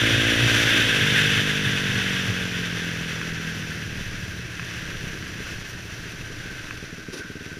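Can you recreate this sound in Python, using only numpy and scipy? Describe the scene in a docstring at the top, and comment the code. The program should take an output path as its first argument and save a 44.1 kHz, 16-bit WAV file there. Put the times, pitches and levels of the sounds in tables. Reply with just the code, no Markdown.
"""A single-cylinder four-stroke dirt bike slows on a gravel forest track, heard from the rider's helmet.
First the exhaust drones as pulses ringing a silencer, while noise shaped as eddies booms in the helmet.
The throttle shuts, firing slows, and the rush of air, chain and tyres, noise ringing the camera case, fades.
Then stones knock a panel as struck resonances, stray firings pop, and noise in a narrow band sings as the disc.
Last, grit scuffs under the tyre and the exhaust settles into a thudding idle with an echo along the pipe."""
import sys
import numpy as np
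from scipy import signal
from scipy.fft import rfft, irfft
from scipy.io import wavfile
from scipy.ndimage import uniform_filter1d

SR = 44100
rng = np.random.default_rng(int(sys.argv[2]) if len(sys.argv) > 2 else 0)


def file_out(sig):
    """Save sig as 16-bit WAV at sys.argv[1]."""
    # one column per channel
    cols = np.atleast_2d(sig).T
    # limit, then scale
    lim = np.clip(cols, -1, 1)
    pcm = np.round(lim * 32767).astype(np.int16)
    wavfile.write(sys.argv[1], SR, pcm)


N = 334719
T = np.arange(N) / SR  # time [s]

# Spectrum levels are relative. The half length of a swell runs from its peak to 1/e of its gain.

# Wind: eddies booming in the helmet (frequency [Hz], level [dB])
BOOM_SPECTRUM = [(30, -30), (70, -25), (95, -14), (108, -3), (118, 0), (132, -6), (155, -19), (200, -27),
                 (450, -32), (900, -46)]
# Wind: buffeting of the microphone (frequency [Hz], level [dB])
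BUFFET_SPECTRUM = [(5, -14), (13, 0), (24, 0), (36, -5), (60, -12), (120, -26), (400, -50)]
# Eddies that boom in the helmet (time [s], half length [s], level [dB])
EDDIES = [(.15, 0.087, -29.5), (.46, .06, -26), (1.05, 0.065, -33), (1.31, 0.074, -35), (1.68, .05, -34),
          (1.94, 0.046, -31), (2.31, 0.033, -31.5)]
# Gusts on the microphone (time [s], half length [s], level [dB])
GUSTS = [(3.3, .1, -53), (4.08, .13, -40), (5, .14, -41), (5.52, .13, -45), (6.4, 0.48, -48)]
# Boom at the reference rush; dB lost for each dB that the rush loses; change at a crawl
BOOM_DB, BOOM_SLOPE, BOOM_CRAWL_DB = -33.5, 0.51, -4.5
BUFFET_START_DB, BUFFET_FALL_DB_PER_S = -47, 1
CRAWL_S, SLOWING_S = 6.95, 0.27  # the bike is down to a crawl by then, and takes this long to get there

# Resonances of the camera case (frequency [Hz], width [Hz], lift [dB])
CASE = [(1586, 220, 5.5), (2490, 50, -2), (2594, 100, 6), (4840, 110, 1.5), (5840, 570, 7),
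        (6810, 160, -12), (7020, 490, 6), (8080, 260, -6), (11010, 450, -8.5), (12100, 500, -6)]

# Tyres drumming on the track (frequency [Hz], level [dB])
DRUM_SPECTRUM = [(35, -25), (60, -6), (88, -3), (110, -1), (160, -26.5), (400, -43)]
# Bursts of rumble from rough ground (time [s], half length [s], level [dB])
ROUGH_GROUND = [(4.15, .3, -42)]
DRUM_DB = -44

# Fine, sparkling treble crackle (frequency [Hz], level [dB])
CRACKLE_SPECTRUM = [(1500, -18), (4000, 1), (6000, 1), (8000, -10), (10000, -2), (15000, -5)]
CRACKLE_DB, CRACKLE_FLICKER_DB = -57, 4.5  # middle level; flicker for each unit of the wander

# Grit scuffing under the tyre (frequency [Hz], level [dB])
SCUFF_SPECTRUM = [(120, -19), (290, 16), (470, 10), (750, -8), (1500, -2), (4500, -1.5), (6200, -6),
                  (8000, -19), (10000, -8), (15000, -25)]
# Short scuffs of grit (time [s], half length [s], level [dB])
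SCUFFS = [(7.138, 0.013, -33.5), (7.182, 0.029, -35.5)]

# Ring of the brake disc (frequency [Hz], level [dB])
DISC_SPECTRUM = [(600, -54), (1250, -25), (1490, -8.5), (1555, 2), (1620, -18), (1900, -19.5), (4000, -45)]
# Squeezes of the brake (time [s], half length [s], level [dB])
SQUEEZES = [(3.35, 0.29, -44), (6.5, 0.17, -47), (7.22, 0.047, -41)]
# The drag rises throughout, along a line through this level at this time, just past the end
DRAG_DB, DRAG_S, DRAG_RISE_DB_PER_S = -43.5, 7.8, 5

# Stones flung against the bike (time [s], peak level before a 0.5 dB lift and the skip's overlap [dB])
STONES = [(3.2142, -15.5), (4.596, -17.5), (4.629, -24), (4.711, -29), (4.747, -29), (6.709, -17.5)]
# Knock of a stone (frequency [Hz], level [dB])
STONE_SPECTRUM = [(400, -19), (800, -11), (1050, -0.5), (1600, 10), (2700, 1.5), (3500, -13), (8000, -21),
                  (15000, -36)]
# Resonances of the struck panel (frequency [Hz], width [Hz], lift [dB])
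PANEL = [(1060, 99, 11), (1610, 180, 8), (2610, 230, 13.5)]
SKIP_S, SKIP_DB = 0.00167, -12  # each stone touches again, more softly

# Rush of air and chain, falling with road speed (time [s], level before a 1 dB cut and the bumps [dB])
RIDE = [(.6, -20.5), (.76, -19), (1, -21), (1.22, -19), (1.6, -25.5), (2.15, -26), (2.42, -29),
        (3.4, -34.5), (4.5, -39), (4.63, -36.5), (5.7, -40.5), (6.8, -42), (7.05, -46), (7.59, -45.5)]
# Rush of air, chain and clatter (frequency [Hz], level per Hz [dB])
RUSH_SPECTRUM = [(200, -9), (500, -25.5), (850, -22), (1150, -19), (1400, -5.5), (1700, -0.5), (2050, -1.5),
                 (2350, -4.5), (2900, -1), (3550, -1), (4100, -17.5), (6000, -26.5), (12000, -27),
                 (15000, -47)]
# Tyre hiss (frequency [Hz], level per Hz [dB])
HISS_SPECTRUM = [(200, 1), (500, 3), (850, -5), (1500, 3), (2500, 2.5), (3500, 0), (4600, -2.5), (6200, -5),
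                 (7400, -12.5), (8100, -15.5), (9200, -13), (10300, -11.5), (13000, -15.5), (15200, -23)]
# Patches of loose gravel under the tyres (time [s], half length [s], level before the flicker [dB])
LOOSE_GRAVEL = [(.58, .15, -34.5), (5.5, 0.059, -50)]
FAST_RUSH_DB = -20  # reference rush, at which boom and hiss have their stated levels
HISS_DB, HISS_SLOPE = -29, 0.57  # hiss at the reference rush; dB lost for each dB that the rush loses
SLOW_RUSH_HZ = 3050  # a slow rush has lost most of what lies above this

# Gas churning in the pipe (frequency [Hz], level [dB])
GAS_SPECTRUM = [(90, -18), (190, 0), (250, -5.5), (320, 3), (390, -2.5), (500, -12.5), (640, -7.5),
                (900, -30), (2000, -28)]
# Standing waves of the silencer (frequency [Hz], width [Hz], lift [dB])
SILENCER = [(170.2, 66, 6.5), (300.5, 34, 5.5), (430, 100, 3)]
# Gurgles as the throttle shuts and as firing resumes (time [s], half length [s], level [dB])
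GURGLES = [(.8, 0.15, -36), (5.12, 0.17, -57)]
CHURN_START_DB, CHURN_FALL_DB_PER_S, CHURN_CRAWL_DB = -45, 0.3, -1

# Stray firings while coasting (time [s], peak level before a 5.5 dB cut [dB])
POPS = [(4.333, -29), (5.026, -25), (5.15, -23), (5.274, -26), (5.402, -20.5), (5.532, -24), (6.055, -23),
        (6.301, -22), (6.457, -25), (6.503, -26), (6.734, -26.5), (6.826, -21), (6.927, -24.5), (6.98, -24),
        (7.085, -23.5), (7.195, -20.5)]
# One slow firing (frequency [Hz], level [dB])
THUD_SPECTRUM = [(25, -43), (50, -8), (85, 2), (165, 1.5), (280, 1.5), (345, -5.5), (440, 3), (520, -14),
                 (650, -37), (1000, -63), (2000, -49)]
PIPE_ECHO_S, PIPE_ECHO = 0.0123, 0.52  # delay and gain of the pulse returning along the pipe

# Engine speed (time [s], firing rate [Hz])
ENGINE = [(0.06, 55.2), (0.5, 57.7), (0.88, 54.3), (0.97, 50.7), (1.21, 51.7), (1.61, 50.1), (2.24, 46.3),
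          (3.0, 41.5), (3.52, 40.6), (4.37, 35.4), (4.89, 33.4), (5.2, 31.5), (5.84, 29.3), (6.49, 25.4),
          (6.75, 20.8), (7.08, 18.6)]
# Exhaust under throttle (frequency [Hz], level [dB])
PULL_SPECTRUM = [(30, -34), (57, 11.5), (115, 19), (172, -9), (230, 4), (290, 1), (345, -1.5), (400, -16),
                 (460, -5.5), (630, -9), (740, -21), (1000, -28), (2000, -55)]
# Exhaust while coasting (frequency [Hz], level [dB])
COAST_SPECTRUM = [(30, -28), (50, -15), (66, -0.5), (100, -9.5), (125, -10.5), (168, 1.5), (205, -4),
                  (260, -4), (315, -13.5), (360, -16), (455, -5.5), (530, -18), (800, -27), (2000, -26)]
# Exhaust before the idle lifts it (time [s], body level [dB], bark level [dB])
EXHAUST = [(.45, -28.5, -28.5), (.7, -33, -31), (1, -29, -33), (2.2, -32.5, -39.5), (3.6, -35.5, -46.5),
           (4.7, -43.5, -58), (5.15, -40, -50), (5.7, -45.5, -56.5), (7.1, -49.5, -52)]
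IDLE_BEAT_S = 7.354  # one nominal firing of the idle
THROTTLE_SHUT_S, THROTTLE_CLOSING_S = 0.947, 0.25  # shut by then, and takes this long to close
IDLE_CATCH_S, IDLE_CATCH_RISE_S = 7.29, 0.046  # the idle has caught by then, over this rise
IDLE_BODY_DB, IDLE_BARK_DB = 7, 5.5  # lift once the idle catches
WEAK_FIRING_HZ, WEAK_FIRING_PER_HZ = 33, 0.023  # below this rate, share of thud gained with each Hz lost
STEADY_SCATTER_DB, STUMBLE_SCATTER_DB = 1.04, 4.3  # unevenness of strokes: running cleanly, and stumbling
FULL_STUMBLE_HZ, NO_STUMBLE_HZ = 30, 44.3  # firing rates
TOP_HZ = 15250  # upper edge of the treble


def undb(db):
    """Amplitude gain is ten to the power of the decibels over twenty."""
    return 10 ** (np.asarray(db) / 20)


def unit(x):
    """Normalization of power: scale to rms 1."""
    return x / np.sqrt(np.mean(x ** 2))


def steady(x, span_s=.21):
    """Envelope flattening: hold the running rms near 1."""
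    power = np.abs(uniform_filter1d(x ** 2, int(span_s * SR)))
    return x / np.sqrt(power + 1e-18)


def curves(table):
    """Linear interpolation in time of each column of a table."""
    s, *columns = np.transpose(table)
    return [np.interp(T, s, c) for c in columns]


def ramp(end_s, length_s):
    """Linear transition from 0 to 1, arriving at the given time."""
    return np.clip(1 + (T - end_s) / length_s, 0, 1)


def swells(table):
    """Superposition of Gaussian gains, one for each row (time [s], half length [s], level [dB])."""
    return sum(undb(db) * np.exp(-((T - s) / length) ** 2) for s, length, db in table)


def walk(rate):
    """Smoothed random steps: a wander with an rms near 0.7."""
    k = max(int(SR / rate), 2)
    steps = np.repeat(rng.standard_normal(N // k + 1), k)
    return 0.85 * uniform_filter1d(steps, k)[:N]


def response(points, bumps=(), size=8192):
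    """Minimum phase: a magnitude spectrum with resonant bumps fixes a causal impulse response."""
    f = np.maximum(np.fft.rfftfreq(size, 1 / SR), 1)
    hz, db = np.transpose(points)
    db = np.interp(np.log(f), np.log(hz), db)
    # outside the given points the level falls by 12 dB per octave
    outside = np.maximum(f / hz[-1], 1) * np.maximum(hz[0] / f, 1)
    db = db - 40 * np.log10(outside)
    for centre, width, lift in bumps:
        db = db + lift / (1 + (2 * (f - centre) / width) ** 2)
    # folding the cepstrum onto positive time makes the response causal
    cepstrum = irfft(np.log(undb(db)))
    cepstrum[1:size // 2] *= 2
    cepstrum[size // 2 + 1:] = 0
    return irfft(np.exp(rfft(cepstrum)))


def ring(x, h):
    """Linear filtering: convolve an excitation with an impulse response."""
    return signal.oaconvolve(x, h)[:N]


def clicks(times, sizes):
    """Fractional delay: each impulse is shared between its two nearest samples."""
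    at = np.clip(np.asarray(times) * SR, 0, N - 2)
    i = at.astype(int)
    early = np.bincount(i, sizes * (1 - at + i), N)
    late = np.bincount(i + 1, sizes * (at - i), N)
    return early + late


def grit(per_s, spread_db):
    """Shot noise: dense tiny impacts of very unequal size and random sign."""
    chance = rng.random((int(per_s * N / SR), 3))
    size_db = -spread_db * np.log(np.maximum(chance[:, 1], .002))
    sizes = undb(size_db) * np.sign(chance[:, 2] - .5)
    return unit(clicks(chance[:, 0] * N / SR, sizes))


def wind():
    """Turbulence: eddies boom in the helmet's hollow and buffet the microphone, easing as the bike slows."""
    rush_db, = curves(RIDE)
    boom_db = BOOM_DB + BOOM_SLOPE * (rush_db - FAST_RUSH_DB)
    boom_db = boom_db + BOOM_CRAWL_DB * ramp(CRAWL_S, SLOWING_S)
    boom = steady(ring(rng.standard_normal(N), response(BOOM_SPECTRUM)))
    buffet_db = BUFFET_START_DB - BUFFET_FALL_DB_PER_S * T
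    buffet = steady(ring(rng.standard_normal(N), response(BUFFET_SPECTRUM)))
    return boom * (undb(boom_db) + swells(EDDIES)) + buffet * (undb(buffet_db) + swells(GUSTS))


def drumming():
    """Random forcing: knobbly tyres drum on the hard track until the bike is down to a crawl."""
    level = undb(DRUM_DB) * (1 - ramp(CRAWL_S, SLOWING_S)) + swells(ROUGH_GROUND)
    return unit(ring(rng.standard_normal(N), response(DRUM_SPECTRUM))) * level


def crackle():
    """Shot noise: a fine, sparkling treble crackle that flickers in level and ends at a crawl."""
    level = undb(CRACKLE_DB + CRACKLE_FLICKER_DB * walk(28)) * (1 - ramp(CRAWL_S, SLOWING_S))
    sparkle = ring(grit(per_s=3000, spread_db=1.0), response(CRACKLE_SPECTRUM, CASE))
    return unit(sparkle) * level


def scuffing():
    """Friction noise: grit scuffs under the tyre in short bursts."""
    return unit(ring(rng.standard_normal(N), response(SCUFF_SPECTRUM, CASE))) * swells(SCUFFS)


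def braking():
    """Resonance under random friction: the dragging pads set the brake disc singing."""
    drag = undb(DRAG_DB - DRAG_RISE_DB_PER_S * (DRAG_S - T))
    disc = steady(ring(rng.standard_normal(N), response(DISC_SPECTRUM)), span_s=0.1)
    return disc * (drag + swells(SQUEEZES))


def stones():
    """Impulse excitation: single stones strike the resonances of a panel and skip once."""
    s, db = np.transpose(STONES)
    h = response(STONE_SPECTRUM, PANEL)
    hits = clicks(s, undb(db + 0.5)) + clicks(s + SKIP_S, undb(db + SKIP_DB))
    return ring(hits, h / np.abs(h).max())


def rolling(cycle):
    """Broadband excitation: air, chain and engine clatter rush; tyres hiss and crackle over the gravel."""
    rush_db, = curves(RIDE)
    clatter = 1 + 0.054 * np.cos(2 * np.pi * cycle)
    rush_source = rng.standard_normal(N) + 0.43 * grit(per_s=2500, spread_db=1.4)
    rush = ring(rush_source * clatter, response(RUSH_SPECTRUM, CASE))
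    # the rush gets duller as it gets weaker
    lowpass = signal.butter(2, SLOW_RUSH_HZ, fs=SR, output="sos")
    dull = signal.sosfiltfilt(lowpass, rush)
    speed = np.interp(rush_db, [-38, -22], [0, 1])
    rush = steady(dull + speed * (rush - dull))

    hiss_source = rng.standard_normal(N) + 0.62 * grit(per_s=1800, spread_db=2.5)
    hiss = unit(ring(hiss_source, response(HISS_SPECTRUM, CASE)))
    tyres = undb(HISS_DB + HISS_SLOPE * (rush_db - FAST_RUSH_DB)) + swells(LOOSE_GRAVEL)
    # the uneven track shakes both; the hiss also flickers by itself
    bumps = 0.72 * walk(25) + 0.96 * walk(90)
    rush_gain = undb(rush_db - 1.0 + 1.4 * bumps)
    hiss_gain = tyres * undb(.5 * bumps + 0.83 * walk(45))
    return rush * rush_gain + hiss * hiss_gain


def churn(cycle):
    """Modulated turbulence: gas puffs through the silencer once per engine cycle."""
    flow_db = CHURN_START_DB - CHURN_FALL_DB_PER_S * T + CHURN_CRAWL_DB * ramp(CRAWL_S, SLOWING_S)
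    puffs = 1 + 0.43 * np.sin(2 * np.pi * cycle)
    gas = steady(ring(rng.standard_normal(N) * puffs, response(GAS_SPECTRUM, SILENCER)))
    return gas * (undb(flow_db) + swells(GURGLES))


def thud():
    """Reflection: the pressure pulse of one slow firing and its return along the pipe."""
    h = response(THUD_SPECTRUM)
    lag = np.arange(len(h))
    return h + PIPE_ECHO * np.interp(lag - PIPE_ECHO_S * SR, lag, h, left=0)


def pops():
    """Impulse response of the pipe: now and then the lean mixture catches on the closed throttle."""
    s, db = np.transpose(POPS)
    h = thud()
    return ring(clicks(s, undb(db - 5.5)), h / np.abs(h).max())


def combustion(hz):
    """Irregular combustion: throttle and idle shares, and stroke scatter [dB] that grows as coasting slows."""
    pull = 1 - ramp(THROTTLE_SHUT_S, THROTTLE_CLOSING_S)
    caught = ramp(IDLE_CATCH_S, IDLE_CATCH_RISE_S)
    # a slow coasting engine already burns a little
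    weak_firing = (WEAK_FIRING_HZ - hz) * WEAK_FIRING_PER_HZ
    idle = np.clip(np.maximum(caught, weak_firing), 0, 1)
    stumble = np.interp(hz, [FULL_STUMBLE_HZ, NO_STUMBLE_HZ], [1, 0]) * (1 - caught)
    scatter_db = STEADY_SCATTER_DB + stumble * (STUMBLE_SCATTER_DB - STEADY_SCATTER_DB)
    return pull, idle, scatter_db


def exhaust(cycle, hz):
    """Pulse train through resonators: one uneven pulse per cycle rings the throttle, coast or idle response."""
    pull, idle, scatter_db = combustion(hz)
    strokes = np.arange(np.ceil(cycle[0]), cycle[-1])
    chance = rng.standard_normal((len(strokes), 2))
    times = np.interp(strokes + .002 * chance[:, 0], cycle, T)
    pulses = clicks(times, undb(np.interp(times, T, scatter_db) * chance[:, 1]))

    pipe = ring(pulses * pull, response(PULL_SPECTRUM, SILENCER))
    pipe = pipe + ring(pulses * (1 - pull) * (1 - idle), response(COAST_SPECTRUM, SILENCER))
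    pipe = pipe + ring(pulses * idle, thud())

    # pumped air makes the low body; burning strokes make the bark above it
    lowpass = signal.butter(4, 235, fs=SR, output="sos")
    body = signal.sosfiltfilt(lowpass, pipe)
    bark = pipe - body
    body_db, bark_db = curves(EXHAUST)
    caught = ramp(IDLE_CATCH_S, IDLE_CATCH_RISE_S)
    body_gain = undb(body_db + IDLE_BODY_DB * caught)
    bark_gain = undb(bark_db + IDLE_BARK_DB * caught)
    return steady(body) * body_gain + steady(bark) * bark_gain


def scene():
    """Superposition: one engine phase drives exhaust, churn and clatter; all sources add, close and dry."""
    hz, = curves(ENGINE)
    cycle = np.cumsum(hz) / SR
    cycle = cycle - np.interp(IDLE_BEAT_S, T, cycle)  # a whole cycle falls on the idle beat
    surroundings = wind() + drumming() + crackle() + scuffing() + braking() + stones()
    machine = rolling(cycle) + churn(cycle) + pops() + exhaust(cycle, hz)
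    return (surroundings + machine)[None]


def record(dry):
    """Band limiting: a steep elliptic low-pass ends the treble at TOP_HZ."""
    lowpass = signal.ellip(14, .2, 80, TOP_HZ, fs=SR, output="sos")
    return signal.sosfilt(lowpass, dry)


dry = scene()
out = record(dry)
file_out(out)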